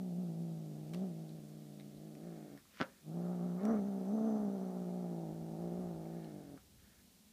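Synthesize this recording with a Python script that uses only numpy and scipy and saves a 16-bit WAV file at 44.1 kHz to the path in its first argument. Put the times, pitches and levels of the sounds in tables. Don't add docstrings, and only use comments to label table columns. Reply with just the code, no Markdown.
import sys
import numpy as np
from scipy import signal
from scipy.fft import rfft, irfft, next_fast_len
from scipy.io import wavfile
from scipy.ndimage import uniform_filter1d, map_coordinates

SR = 44100
rng = np.random.default_rng(int(sys.argv[2]) if len(sys.argv) > 2 else 0)


def dump(signal):
    limited = np.clip(np.atleast_2d(signal).T, -1, 1)
    pcm = np.round(limited * 32767).astype(np.int16)
    wavfile.write(sys.argv[1], SR, pcm)


def gain_from_db(level_db):
    decades = np.asarray(level_db, float) / 20
    return 10 ** decades


N = 322812
T = np.arange(N) / SR

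# time [s], fold pitch [Hz], flutter rate [Hz],
# fundamental level [dB], mouth opening [dB], throat rasp level [dB].
GROWLS = [
    [(0.0, 191.6, 64, -41.5, 1.5, -82), (.13, 172, 61.8, -41.5, -1.5, -82), (.34, 162, 60.1, -44.5, 0, -81),
     (.73, 151, 60.4, -47, -1, -81), (1.15, 160, 59.2, -47, -1, -85), (1.42, 146, 58.6, -53, -4, -83),
     (1.92, 146, 58.2, -55.5, -5, -84), (2.42, 154, 58.2, -55, .2, -81), (2.61, 135.5, 59, -60, -4, -82)],
    [(3.015, 145, 65.5, -50, -4, -86), (3.16, 169, 64.2, -42.5, 4, -70), (3.54, 176, 61.5, -42, 3, -68),
     (4.03, 186.4, 62.8, -42.5, 5, -71), (4.72, 182.3, 58.3, -43.5, 5, -68.5),
     (5.29, 161, 57.2, -47, 4, -78), (5.96, 163.4, 56.8, -48.5, 4, -73), (6.23, 160.3, 57, -51, 2, -79),
     (6.6, 133, 39, -62, -1.5, -80)],
]


def unit(x):
    return x / np.sqrt(np.mean(x ** 2) + 1e-20)


def levelled(x):
    return x / np.sqrt(np.abs(uniform_filter1d(x ** 2, size=4096)) + 1e-12)


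def along(points, hz):
    f, v = np.transpose(points)
    return np.interp(np.log(hz + 1), np.log(f + 1), v)


def curves(*tables):
    s, *cols = np.transpose(np.concatenate(tables))
    return [np.interp(T, s, c) for c in cols]


def sounding(tables, fade=0.014):
    on = np.zeros(N)
    for rows in tables:
        start, end = rows[0][0], rows[-1][0]
        on += np.clip(np.minimum(T - start + fade, end + fade - T) / fade, 0, 1)
    return on


def tent(s, rise, fall):
    return np.interp(T, [s - rise, s, s + fall], [0, 1, 0])


def wobble(rate):
    return map_coordinates(rng.standard_normal(int(N * rate / SR) + 4), [T * rate])


def filtered(x, response):
    m = next_fast_len(N + SR // 2)
    return irfft(rfft(x, m) * response(np.fft.rfftfreq(m, 1 / SR)), m)[:N]


def resonance(f, hz, width_hz):
    return 1j * f * width_hz / (hz * hz - f * f + 1j * f * width_hz)


def noise(response):
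    return unit(filtered(rng.standard_normal(N), response))


def effort():
    # peak [s], pitch lift [Hz], strain [dB], rise [s], fall [s].
    surges = [(.21, 13, 2, .08, .13), (.41, 12, .1, .07, .32), (1.035, 39, 7, .15, .1),
              (1.22, 7, .8, .07, .08), (1.34, 13, .1, .04, .08), (1.51, 7, .1, .09, .3),
              (2.06, 9, .8, .14, .12), (2.28, 25, 4, .09, .11), (3.3, 10, 2.5, .14, .08),
              (3.45, 5, 2.2, .07, .09), (3.71, 51, 12, .15, .11), (3.86, 18, .2, .12, .17),
              (4.15, 35, 3.5, .1, .57), (4.29, 12, 3.5, .14, .2), (5.02, 8, .8, .3, .27),
              (5.4, 4, -1.5, .1, .05), (5.64, 10, 3, .1, .34), (5.81, 16, 1.5, .1, .15),
              (6.17, 10, .8, .12, .06)]
    # time [s], level change [dB].
    catches = [
        (2.18, -3),
        (2.48, -12),
        (3.61, -7),
        (6.47, -5),
    ]
    pitch_hz, flutter_hz, first_db, open_db, rasp_db = curves(*GROWLS)
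    lift, strain = sum(np.outer([hz, db], tent(s, rise, fall)) for s, hz, db, rise, fall in surges)
    first_db = first_db + 0.245 * lift
    first_db = first_db + sum(db * tent(s, .03, .03) for s, db in catches)

    edges = tent(GROWLS[1][0][0], .06, .06)
    edges = edges + sum(tent(rows[-1][0], .04, .04) for rows in GROWLS)
    silence_db = -25 * edges

    depth_db = np.minimum(-9 - .85 * (first_db + 45) + .45 * open_db, -1.1)
    jaw_db = -5 + 1.25 * open_db - .15 * lift
    return (pitch_hz + lift, flutter_hz + .1 * lift, first_db + silence_db, depth_db,
            open_db + strain + silence_db, jaw_db, rasp_db + 1.6 * strain)


def growl(pitch_hz, flutter_hz, first_db, depth_db, open_db, jaw_db):
    # frequency [Hz], gain [dB].
    throat = [(200, 19.5), (290, 6.5), (360, 2.5), (430, -.5), (500, -6), (590, -1.8), (680, -4.5),
              (780, -5.5), (900, -14.5), (1080, -31), (1300, -40), (1700, -58), (2800, -120)]
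    fold = 2 * np.pi * np.cumsum(pitch_hz * (1 + 0.00953 * wobble(30))) / SR
    beat = np.exp(2j * np.pi * np.cumsum(flutter_hz * (1 + .055 * wobble(22))) / SR)
    depth = gain_from_db(depth_db + 1.2 * wobble(25))
    shimmer = gain_from_db(1.1 * wobble(150))
    shaky = fold + .11 * wobble(120) + .12 * wobble(35)

    sides = 1 + depth * beat + 0.33 * (depth * beat) ** 2 + 0.027 * np.conj(beat)
    cycle = np.exp(1j * ((fold + shaky) / 2 + .6))
    tone = np.sqrt(2) * shimmer * np.real(cycle * sides)

    over = np.zeros(N)
    for m in range(2, 11):
        pull = np.tanh(2.6 * m * depth)
        swing = pull * (1.3 / m * beat.real + 1j * min(.4 * m, 1.4) * beat.imag)
        over += np.real(np.exp(1j * (m * shaky + 0.84) + swing))

    puff = np.exp(0.37 * np.cos(fold - .4) + 0.14 * depth * beat.real)
    puffed = unit(puff * rng.standard_normal(N))
    breath = filtered(puffed, lambda f: 1 / (1 + (400 / (f + 1)) ** 3))
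    over = unit(over) * shimmer + 2.1 * breath
    over = levelled(filtered(over, lambda f: gain_from_db(along(throat, f))))
    bright = filtered(over, lambda f: 1 / (1 + (770 / (f + 1)) ** 12))
    over += (gain_from_db(jaw_db + 1.5 * wobble(12)) - 1) * bright

    on = sounding(GROWLS)
    over_gain = gain_from_db(-53.5 + open_db + .7 * wobble(15))
    voice = on * (gain_from_db(first_db) * tone + over_gain * over)
    return filtered(voice, lambda f: 1 / (1 + (118 / (f + 1)) ** 8)), 1 + on * (puff - 1)


def rasp(puff, rasp_db):
    # frequency [Hz], gain [dB].
    rasp_colour = [(800, -29), (1000, -2.5), (1150, -0.5), (1300, -0.5), (1450, -6), (1600, -12.5),
                   (2000, -18), (2600, -52)]
    # resonance [Hz], width [Hz].
    teeth = [(1450, 620), (1700, 500), (2100, 192)]
    # start [s], end [s], level [dB].
    leaks = [(.7, .93, -84), (1.1, 2.2, -86), (2.23, 2.6, -74), (2.88, 3.0, -77), (3.15, 6.57, -79),
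             (3.6, 3.78, -71), (6.08, 6.3, -79), (6.8, 7.0, -77)]
    air = filtered(puff * rng.standard_normal(N), lambda f: gain_from_db(along(rasp_colour, f)))
    throat_air = sounding(GROWLS) * gain_from_db(rasp_db + wobble(30)) * levelled(air)
    leak = noise(lambda f: sum(resonance(f, hz, w) ** 2 for hz, w in teeth))
    flow = sum(gain_from_db(db) * sounding([[(start,), (end,)]], fade=.03) for start, end, db in leaks)
    return throat_air + flow * gain_from_db(wobble(30)) * leak


def background():
    # frequency [Hz], gain [dB].
    hiss_colour = [(15, -45), (25, -13.5), (81, -11.5), (125, -14), (203, 7), (288, -6), (843, -15),
                   (1100, -19), (1200, -20), (1690, -18), (2280, -17), (3900, -14), (15300, -18.5)]
    # time [s], level [dB], length [s].
    shifts = [(.85, -78, .2), (2.0, -76, .12), (3.75, -68, .12), (4.4, -72, .08), (5.5, -69, .3),
              (5.93, -64, .15), (6.38, -70, .12), (6.75, -71, .2)]
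    # time [s], level [dB].
    drone_course = [(0, -70), (3, -82), (6.6, -70.5), (7.32, -78)]
    hiss = gain_from_db(-66 + 0.1 * wobble(2.71)) * noise(lambda f: gain_from_db(along(hiss_colour, f)))

    rumble = noise(lambda f: resonance(f, 75, 70) ** 2) * gain_from_db(1.5 * wobble(9))
    rumble *= gain_from_db(-79) + sum(gain_from_db(db) * np.exp(-((T - s) / length_s) ** 2) for s, db, length_s in shifts)

    drone_db = curves(drone_course)[0] + 2.5 * wobble(10)
    drone = noise(lambda f: resonance(f, 192, 45) ** 2) * gain_from_db(drone_db)
    return hiss + rumble + drone


def ticks():
    # time [s], peak level [dB], ring [Hz], crack level [dB].
    tick_events = [(.868, -57, 5000, 10), (.88, -54, 4500, -6), (.894, -50, 8500, 6), (.935, -45, 2520, 8),
                   (.936, -47, 3770, 9), (.949, -46, 1980, 0), (.952, -57, 4000, 8.5), (.964, -53, 5540, 0),
                   (.972, -52, 3580, -6), (1.293, -46, 4100, -6), (1.7985, -44, 3760, -2),
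                   (1.799, -47, 2200, -12), (1.8075, -47, 3900, -3), (1.808, -48, 2200, -9),
                   (1.971, -52, 4120, -8), (2.152, -48.5, 2520, 4), (2.576, -45, 1800, 3),
                   (2.654, -50, 1102, -12), (3.633, -54, 4000, 17), (3.6525, -40, 5554, 8),
                   (3.654, -38, 1870, 0), (6.056, -52, 2300, -6), (6.244, -47, 4200, 0),
                   (6.246, -49, 2900, -12), (6.576, -45, 1500, -12), (6.577, -54, 2200, -14),
                   (6.578, -44, 700, -20)]
    out, t = np.zeros(N), np.arange(SR // 20) / SR
    shape = gain_from_db(-60 * t / .0055) * (1 - np.exp(-t / 0.00033))
    for s, db, hz, crack_db in tick_events:
        crack = rng.standard_normal(len(t))
        ring = np.sin(2 * np.pi * hz * t) + .5 * gain_from_db(crack_db) * crack
        out[round(s * SR):][:len(t)] += gain_from_db(db - 0.5) * shape * ring
    return filtered(out, lambda f: resonance(f, 2100, 6000))


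def rustle(rush, colour):
    s, db, rise, hold_s, fall = rush
    grains = rng.standard_normal(N) * gain_from_db(3.5 * wobble(300))
    air = unit(filtered(grains, lambda f: gain_from_db(along(colour, f))))
    before = np.maximum(s - T, 0)
    after = np.maximum(T - s - hold_s, 0)
    fall_db = np.maximum(-fall * after, -13 - 100 * after)
    return gain_from_db(db - rise * before + fall_db) * air


def feather_scuff():
    scuff = (.935, -54, 5000, .004, 600)
    # frequency [Hz], gain [dB].
    scuff_colour = [(500, -30), (1000, 0), (2400, -2), (4000, -4), (7000, -10), (14000, -18)]
    return rustle(scuff, scuff_colour)


def gasp():
    breath_in = (2.8, -56, 200, .03, 450)
    # frequency [Hz], gain [dB].
    gasp_colour = [(240, -35), (400, -13), (608, 3), (702, -22), (821, -16), (882, -25), (994, 2),
                   (2060, 5), (7000, -10.5), (9100, -47), (15400, -120)]
    return rustle(breath_in, gasp_colour)


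def smack():
    # time [s], peak level [dB], thump relative to it [dB], brightness [Hz].
    partings = [(2.8019, -27, -5, 1930), (2.808, -28, 0, 3000), (2.8118, -38, 9.5, 2500),
                (2.8132, -21, -1, 6000), (2.8206, -34.5, 7, 3500), (2.826, -53, -14, 4500)]
    # resonance [Hz], width [Hz], gain [dB].
    cavity = [(550, 136, 1), (1330, 490, 3.5), (1670, 480, 5), (3330, 780, -7.5), (5150, 620, -9.5)]
    pops, thumps, t = np.zeros(N), np.zeros(N), np.arange(-64, 64) / SR
    for s, db, thump_db, bright_hz in partings:
        push = np.exp(-.5 * (2 * np.pi * bright_hz * t / 0.95) ** 2)
        pops[round(s * SR) - 64:][:len(t)] -= gain_from_db(db + 22) * push / push.sum()
        thumps[round(s * SR)] = -gain_from_db(db + thump_db + 36.5)

    def mouth(f):
        return sum((-1) ** k * gain_from_db(db) * resonance(f, hz, w) for k, (hz, w, db) in enumerate(cavity))

    return filtered(pops, mouth), filtered(thumps, lambda f: resonance(f, 280, 140) * resonance(f, 190, 470))


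def whistle(puff, first_db):
    # time [s], whistle pitch [Hz].
    nose = [(3.64, 5840), (3.68, 5870), (3.79, 6110), (4.4, 6100), (4.46, 5980), (5.1, 5850), (5.6, 5650),
            (6.4, 6100)]
    hz, = curves(nose)
    db = -72.5 + 1.2 * (first_db + 35)
    fuzz = noise(lambda f: 1 / (1 + (f / 170) ** 2)) * np.sqrt(puff)
    return sounding([nose]) * gain_from_db(db + wobble(25)) * fuzz * np.sin(2 * np.pi * np.cumsum(hz) / SR)


def room(x):
    # frequency [Hz], time to fall 60 dB [s].
    decay = [(150, 0.37), (1500, 0.16), (5000, 0.033)]
    hz, t, z = signal.stft(rng.standard_normal(SR // 2), SR, nperseg=256)
    tail = signal.istft(z * gain_from_db(-60 * t / along(decay, hz)[:, None]), SR, nperseg=256)[1]
    late = np.pad(x, (260, 0))
    return signal.fftconvolve(late, tail / np.linalg.norm(tail))[:N]


def scene():
    *controls, rasp_db = effort()
    voice, puff = growl(*controls)
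    pops, thumps = smack()
    hits = pops + ticks()
    near = voice + rasp(puff, rasp_db) + whistle(puff, first_db=controls[2])
    near = near + gasp() + feather_scuff() + hits + thumps
    echo = gain_from_db(-10.5) * room(hits) + gain_from_db(-23) * room(voice + thumps)
    return (near + echo + background())[None]


def low_pass(x):
    return signal.sosfilt(signal.butter(12, 15480, fs=SR, output="sos"), x)


def record(dry):
    mix = filtered(dry[0], lambda f: f < 15480)[None]
    return low_pass(mix)


dry = scene()
out = record(dry)
dump(out)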